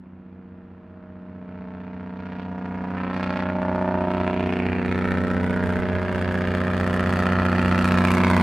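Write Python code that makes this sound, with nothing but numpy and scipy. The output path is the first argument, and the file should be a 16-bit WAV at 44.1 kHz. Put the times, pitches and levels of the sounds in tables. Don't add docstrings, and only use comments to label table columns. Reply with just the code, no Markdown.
import sys
import numpy as np
from scipy import signal
from scipy.fft import rfft, irfft
from scipy.io import wavfile
from scipy.ndimage import map_coordinates

SR = 44100
rng = np.random.default_rng(int(sys.argv[2]) if len(sys.argv) > 2 else 0)


def output_pcm(signal):
    pcm = np.clip(np.atleast_2d(signal).T, -1, 1) * 32767
    wavfile.write(sys.argv[1], SR, np.round(pcm).astype(np.int16))


N = 371322

# (place 0-1, level/dB, front steepness 0-1)
CYLINDERS = [(0.078, 8, 1), (0.241, -5, 0), (0.403, 9, 0.4), (0.5788, 7.5, 0.7), (0.744, -9.5, 0.7),
             (0.9035, 10, 0.67)]
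# (t/s, second stack's lag/ms, road bounce's lag/ms, second stack's cracks/dB)
PATHS = [(0, 5.1, 0.21, -18), (1.8, 4.48, 0.15, -10), (2.3, 4.2, 0.17, -2.5), (2.8, 4.18, 0.13, 0),
         (3.2, 3.69, 0.18, -2), (3.9, 3.37, 0.15, -5.5), (4.4, 2.915, 0.28, -12.5), (5.0, 2.245, 0.5, -12),
         (5.5, 1.99, 0.54, -16), (6.1, 1.82, 0.58, -5), (7.0, 1.66, 0.58, -6), (7.8, 1.588, 0.66, -3),
         (8.42, 1.95, 0.89, -5.5)]
ROAD_BOUNCE_DB, FOREST_T60_S = -8, 0.45


def from_db(db):
    return 10 ** (np.asarray(db) / 20)


def rms_one(x):
    return x / np.sqrt(np.mean(x ** 2) + 1e-20)


def in_time(rows):
    s, *columns = np.transpose(rows)
    return [np.interp(np.arange(N) / SR, s, c) for c in columns]


def gate(start, length, edge_s=0.36):
    t = np.arange(N) / SR
    return np.clip(np.minimum(t - start, start + length - t) / edge_s + .5, 0, 1)


def butter(x, hz, kind, order=2, run=signal.sosfilt):
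    return run(signal.butter(order, hz, kind, fs=SR, output="sos"), x)


def zero_phase(x, hz, kind, order=2):
    return butter(x, hz, kind, order, run=signal.sosfiltfilt)


def drift(hz):
    step, settle = 40, 2000
    r = np.exp(-2 * np.pi * hz * step / SR)
    slow = signal.lfilter([1], [1, -2 * r, r * r], rng.standard_normal(N // step + settle + 2))[settle:]
    return np.interp(np.arange(N) / step, np.arange(len(slow)), rms_one(slow))


def flutter(hz):
    return rms_one(butter(rng.standard_normal(N), hz, "low"))


def convolve(x, response):
    return signal.oaconvolve(x, response)[:N]


def colour(x, spectrum, modes=(), size=8192):
    hz, db = np.transpose(spectrum)
    grid = np.maximum(np.arange(size // 2 + 1) * SR / size, 1)
    shape_db = np.interp(np.log(grid), np.log(hz), db)
    for centre, width, peak_db in modes:
        shape_db += peak_db / (1 + (2 * (grid - centre) / width) ** 2)
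    cepstrum = irfft(np.log(from_db(shape_db)))
    cepstrum[1:size // 2] *= 2
    cepstrum[size // 2 + 1:] = 0
    return convolve(x, irfft(np.exp(rfft(cepstrum))))


def stereo_noise(spectrum, side_db):
    mid, side = (colour(white, spectrum) for white in rng.standard_normal((2, N)))
    return rms_one(mid + from_db(side_db) * side * [[1], [-1]])


def delayed(x, ms):
    return map_coordinates(x, [np.arange(N) - ms * SR / 1000], order=3)


def approach(start_m=130.36, m_per_s=10.51, reference_m=40):
    # (t/s, shadow 0-1)
    shadow = [(0, 1), (1.15, 0.84), (1.6, 0.62), (2.15, 0.49), (2.8, 0.25), (3.05, 0.11), (3.7, 0.01),
              (5.5, 0), (6.1, 0.04), (8.42, 0)]
    metres = start_m - m_per_s * np.arange(N) / SR
    return np.log2(metres / reference_m), in_time(shadow)[0]


def arriving_db(place, level_db, doubling_loss_db, shadow_loss_db):
    doublings, shadow = place
    return level_db - doubling_loss_db * doublings - shadow_loss_db * shadow


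def drone(turns, place, lead_ms=0.032, waver_db=0.1, weak_waver_db=2.0, wander_rad=1.3):
    # (multiple of the revolution rate, level/dB,
    # loss per doubling of distance/dB, loss in full shadow/dB, second stack's share 0-1)
    strong_orders = [(3, -27, 6.5, 9, 0.6), (6, -19, 6.5, 17.5, 0.32), (8, -21.5, 10, 13, 0),
                     (9, -36, 1.5, 19, 0.26), (12, -43, 2.5, 40.5, 0.1)]
    # (multiple of the revolution rate, level/dB relative to the firing note, order 3)
    weak_orders = [(1.5, -27.5), (2, -18.5), (2.5, -17), (3.5, -26.5), (4, -30), (4.5, -19.5), (5, -13.5),
                   (5.5, -18.5), (6.5, -8), (7, -15.5), (7.5, -14.5), (8.5, -25), (9.5, -21.5), (10, -33.5),
                   (10.5, -21)]
    # (centre t/s, half-width/s, depth/dB)
    dips = [(0.851, 0.21, 5), (6.082, 0.24, 3), (6.8, 1, 3.5)]
    t = np.arange(N) / SR
    stack_ms, road_ms, _ = in_time(PATHS)
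    angle = 2 * np.pi * (turns - 2 * CYLINDERS[0][0])
    late = angle - np.gradient(angle) * SR * (stack_ms - lead_ms) / 1000
    dip_db = sum(db * np.exp(-((t - s) / width) ** 2) for s, width, db in dips)
    firing_db, *upper_db = (arriving_db(place, *law) for _, *law, _ in strong_orders)
    levels = [firing_db] + [db - dip_db for db in upper_db]
    strong = weak = 0
    for (order, *_, share), db in zip(strong_orders, levels):
        gain = from_db(db + waver_db * np.sqrt(order / len(CYLINDERS)) * drift(3.5))
        strong += gain * (np.cos(order * angle) + share * np.cos(order * late))
    for order, db in weak_orders:
        gain = from_db(db + weak_waver_db * drift(1.0))
        weak += gain * np.cos(order * angle + wander_rad * drift(0.27))
    x = -np.sqrt(2) * (strong + from_db(firing_db) * weak)
    return x + from_db(ROAD_BOUNCE_DB) * delayed(x, road_ms)


def blowdowns(turns, uneven_db=-0.5, front_db=2.5, jitter_s=15e-6, shock_hz=1700,
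              jet_db=-1.5, jet_s=0.0046, jet_hz=2200):
    cycles = np.arange(int(turns[-1] / 2) + 1)
    pulses, shocks = np.zeros((2, N))
    for phase, level_db, steepness in CYLINDERS:
        timing, strength, front = rng.standard_normal((200, 3))[:len(cycles)].T
        at = (np.searchsorted(turns / 2, cycles + phase) + timing * jitter_s * SR).astype(int)
        heard = (at > 0) & (at < N - 20)
        size = from_db(level_db + uneven_db * strength)
        pulses[at[heard]] = size[heard]
        shocks[at[heard]] = (size * steepness * from_db(front_db * front))[heard]
    fronts = butter(pulses, shock_hz, "low", order=1) + butter(shocks, shock_hz, "high", order=1)
    puff = np.exp(-np.arange(SR // 20) / (jet_s * SR))
    jet = convolve(fronts, puff / np.linalg.norm(puff)) * rng.standard_normal(N)
    return -fronts + from_db(jet_db) * butter(jet, jet_hz, "high")


def second_stack(x, coherent_hz=2400, thump_hz=800, thump_db=-6.0):
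    stack_ms, _, crack_db = in_time(PATHS)
    late = delayed(x, stack_ms)
    pulse = zero_phase(late, coherent_hz, "low")
    thump = zero_phase(late, thump_hz, "low")
    jet = (late - pulse) * flutter(hz=650)
    return from_db(thump_db) * thump + from_db(crack_db) * (pulse - thump + jet)


def reflections(x, body_hz=2000, road_hz=4000):
    # (t/s, lag/ms, level/dB)
    body_echo = [(4.4, 4.45, -26), (5.3, 3.74, -2), (6.5, 5.72, -14), (7.5, 5.7, -15.5), (8.42, 6, -8)]
    body_ms, body_db = in_time(body_echo)
    _, road_ms, _ = in_time(PATHS)
    x = x + from_db(body_db) * delayed(zero_phase(x, body_hz, "low", order=1), body_ms)
    return x + from_db(ROAD_BOUNCE_DB) * delayed(butter(x, road_hz, "low", order=1), road_ms)


def scatter(x):
    t = np.arange(int(FOREST_T60_S * SR) + 2) / SR
    tail = rng.standard_normal(2 * SR)[:len(t)] * from_db(-60 * t / FOREST_T60_S)
    return convolve(x, tail / np.linalg.norm(tail))


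def forest(x, place, open_db=-8.5, shadow_rise_db=8.5, top_hz=7000):
    _, shadow = place
    ratio = from_db(open_db + shadow_rise_db * np.clip(2 * shadow - 1, 0, 1))
    return (x + ratio * butter(scatter(x), top_hz, "low", order=1)) / np.hypot(1, ratio)


def stack_resonance(x, hold_hz=1386, width_hz=490):
    # (f/Hz, level/dB)
    pulse = [(200, 1.5), (300, 6.5), (370, 12), (440, 4.5), (800, -5.5), (1500, -6.5), (2500, -9.5),
             (3200, -18.5), (6300, -31), (11000, -40), (13500, -44), (16000, -55.5)]
    # (f/Hz, width/Hz, gain/dB)
    stack_modes = [(560, 100, 0), (644, 160, 4.5), (774, 22, -2.5), (913, 280, 9.5), (1150, 210, -4.5),
                   (1327, 350, 5.5), (1770, 410, 3), (2984, 37, -13), (4418, 580, 3.5), (8700, 370, 5)]
    r = np.exp(-np.pi * width_hz / SR)
    poles = [1, -2 * r * np.cos(2 * np.pi * hold_hz / SR), r * r]
    return signal.lfilter(poles[::-1], poles, colour(x, pulse, stack_modes))


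def rattle(turns, place, low_hz=305, shimmer_db=-0.05, sway_db=-0.74, spit_db=2.5):
    # (level/dB, loss per doubling of distance/dB, loss in full shadow/dB)
    band_laws = [(-32.5, 4.5, 26.5), (-30, 4, 30), (-28, 11, 21.5), (-37.5, 9.5, 23), (-45, 17, 22),
                 (-50.5, 22.5, 30)]
    edges_hz, centres_hz = (560, 1100, 2050, 3200, 6500), (400, 780, 1500, 2550, 4500, 9500)
    x = blowdowns(turns)
    x = forest(reflections(x + second_stack(x)), place)
    x = rings(stack_resonance(x))
    x = zero_phase(x, low_hz, "high", order=4)
    below = [zero_phase(x, hz, "low", order=4) for hz in edges_hz]
    bands = np.diff([0 * x, *below, x], axis=0)
    shimmer = shimmer_db * drift(9.5)
    bands[-1] *= from_db(spit_db * drift(30))
    out = np.zeros(N)
    for k, (band, hz, law) in enumerate(zip(bands, centres_hz, band_laws)):
        db = arriving_db(place, *law) + flare_db(hz) + k * shimmer + sway_db * drift(1.7)
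        out += rms_one(band) * from_db(db)
    return out


def brassy_tones(turns, pipe_ms=0.094):
    # (multiple of the revolution rate, start t/s, length/s, level/dB)
    tones = [(11, 0, 1.5, -57), (15, 0.2, 2.6, -57), (20, 0.9, 1.6, -55), (14, 1.4, 1.7, -52),
             (23, 2.4, 0.8, -49), (20, 3.3, 1.2, -39), (23, 3.8, 0.8, -43), (11, 3.9, 1.8, -46),
             (14, 4.3, 3.0, -40), (8, 4.4, 1.4, -40), (20, 5.1, 3.6, -39), (17, 6.2, 2.5, -41),
             (40, 6.4, 2.3, -45), (23, 6.8, 1.9, -44), (29, 7.2, 1.5, -42), (11, 7.4, 1.3, -41)]
    stack_ms, _, _ = in_time(PATHS)
    phases, level_db, _ = np.transpose(CYLINDERS)
    turns_per_ms = np.gradient(turns) * SR / 1000
    out = np.zeros(N)
    for order, start, length, db in tones:
        cylinders = np.sum(from_db(level_db) * np.exp(-2j * np.pi * order * 2 * phases))
        stacks = 1 + .5 * np.exp(-2j * np.pi * order * turns_per_ms * stack_ms)
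        angle = 2 * np.pi * order * (turns - pipe_ms * turns_per_ms) + np.angle(cylinders * stacks)
        out -= np.sqrt(2) * from_db(db) * gate(start, length) * np.cos(angle)
    return out


def second_truck():
    # (t/s, f/Hz)
    pitch = [(0, 87.6), (1.2, 88.0), (2.3, 88.47), (8.42, 88.6)]
    # (t/s, level/dB)
    level = [(0, -55.5), (2, -54), (5.5, -41), (6.5, -45), (8.42, -45)]
    cycles = np.cumsum(in_time(pitch)[0]) / SR
    return np.sqrt(2) * from_db(in_time(level)[0]) * np.sin(2 * np.pi * cycles)


def tyres(place):
    # (f/Hz, level/dB)
    spectrum = [(20, -16), (45, 0), (80, 6), (130, -0.5), (200, 6.5), (350, -2), (700, 0.5), (1500, -7),
                (3000, -22), (6000, -47), (16000, -63.5)]
    db = arriving_db(place, level_db=-28.5, doubling_loss_db=7.43, shadow_loss_db=16.7)
    return from_db(db) * stereo_noise(spectrum, side_db=-10.0)


def mountain_air(level_db=-78.5):
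    # (f/Hz, level/dB)
    spectrum = [(20, 3.5), (200, -1), (1000, -18), (3000, -23), (6000, -28), (9000, -38), (16000, -39.5)]
    return from_db(level_db) * stereo_noise(spectrum, side_db=-13.0)


def flare_db(hz, reach_octaves=0.89):
    # (start t/s, length/s, gain/dB, centre f/Hz)
    flares = [(1.483, 0.63, 5.5, 2960), (2.148, 0.31, 8, 3720), (2.945, 0.57, 7.5, 2360),
              (3.137, 0.3, 11, 6550), (3.572, 0.74, 2.5, 1290), (4.099, 1.1, 2.5, 2650),
              (4.101, 0.5, 6, 5800), (4.85, 0.51, 8, 8060), (5.16, 0.35, -2, 1460),
              (5.373, 0.434, 7, 11940), (6.09, 0.52, 4, 9250), (6.74, 0.55, 5, 8000),
              (7.54, 0.56, 2.5, 6300), (8.038, 0.32, 0.5, 850)]
    return sum(db * np.exp(-(np.log2(hz / centre) / reach_octaves) ** 2) * gate(start, length, 0.025)
               for start, length, db, centre in flares)


def rings(x):
    # (start t/s, length/s, gain/dB, centre f/Hz, width/Hz)
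    swells = [(1.507, 2.1, -7, 394, 93), (3.608, 0.58, 4, 705, 110), (4.598, 2.09, -7, 1083, 262),
              (4.767, 0.62, 3.5, 1331, 89), (5.093, 0.59, 5, 1474, 61.3)]
    out = x.copy()
    for start, length, db, hz, width in swells:
        band = signal.lfilter(*signal.iirpeak(hz, hz / width, fs=SR), x)
        out += (from_db(db * gate(start, length)) - 1) * band
    return out


def gravel(place, grains_hz=300, crunch_db=3.5):
    # (f/Hz, level/dB)
    spectrum = [(1200, -17), (3200, 3.5), (4500, 2), (6300, -16), (9000, -19), (12000, -19), (16000, -25)]
    crunch = from_db(crunch_db * flutter(grains_hz))
    db = arriving_db(place, level_db=-46.5, doubling_loss_db=17, shadow_loss_db=20)
    return from_db(db) * rms_one(crunch * stereo_noise(spectrum, side_db=-6.5))


def gust(centre_s=5.49, half_length_s=0.84, level_db=-39):
    # (f/Hz, level/dB)
    spectrum = [(20, -10), (55, 10.5), (120, 9), (200, -11), (500, -53)]
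    swell = np.exp(-((np.arange(N) / SR - centre_s) / half_length_s) ** 4)
    return from_db(level_db) * swell * stereo_noise(spectrum, side_db=12.0)


def scene(drone_db=-3.34, width_db=-4.5, width_hz=3300, spread_db=-24, wobble_s=80e-6):
    # (t/s, revolution rate f/Hz)
    engine_speed = [(0.0, 30.962), (0.8, 30.995), (1.4, 30.888), (2.0, 30.932), (2.6, 30.819),
                    (3.2, 30.816), (3.8, 30.854), (4.4, 30.915), (5.0, 30.884), (5.6, 30.777),
                    (6.2, 30.679), (6.8, 30.673), (7.4, 30.637), (8.0, 30.624), (8.42, 30.622)]
    speed, place = in_time(engine_speed)[0], approach()
    turns = np.cumsum(speed) / SR + speed * wobble_s * drift(2.5)
    cracks = rattle(turns, place)
    side = from_db(width_db) * flutter(hz=500) * butter(cracks, width_hz, "high", order=3)
    side += from_db(spread_db) * scatter(cracks)
    background = tyres(place) + mountain_air()
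    exhaust = cracks + from_db(drone_db) * drone(turns, place) + brassy_tones(turns)
    return exhaust + side * [[1], [-1]] + second_truck() + background + gravel(place) + gust()


def record(dry, balance_db=0.42, cutoff_hz=15600):
    top_cut = signal.ellip(14, .1, 90, cutoff_hz, fs=SR, output="sos")
    return signal.sosfilt(top_cut, dry * from_db([[-balance_db], [balance_db]]))


dry = scene()
out = record(dry)
output_pcm(out)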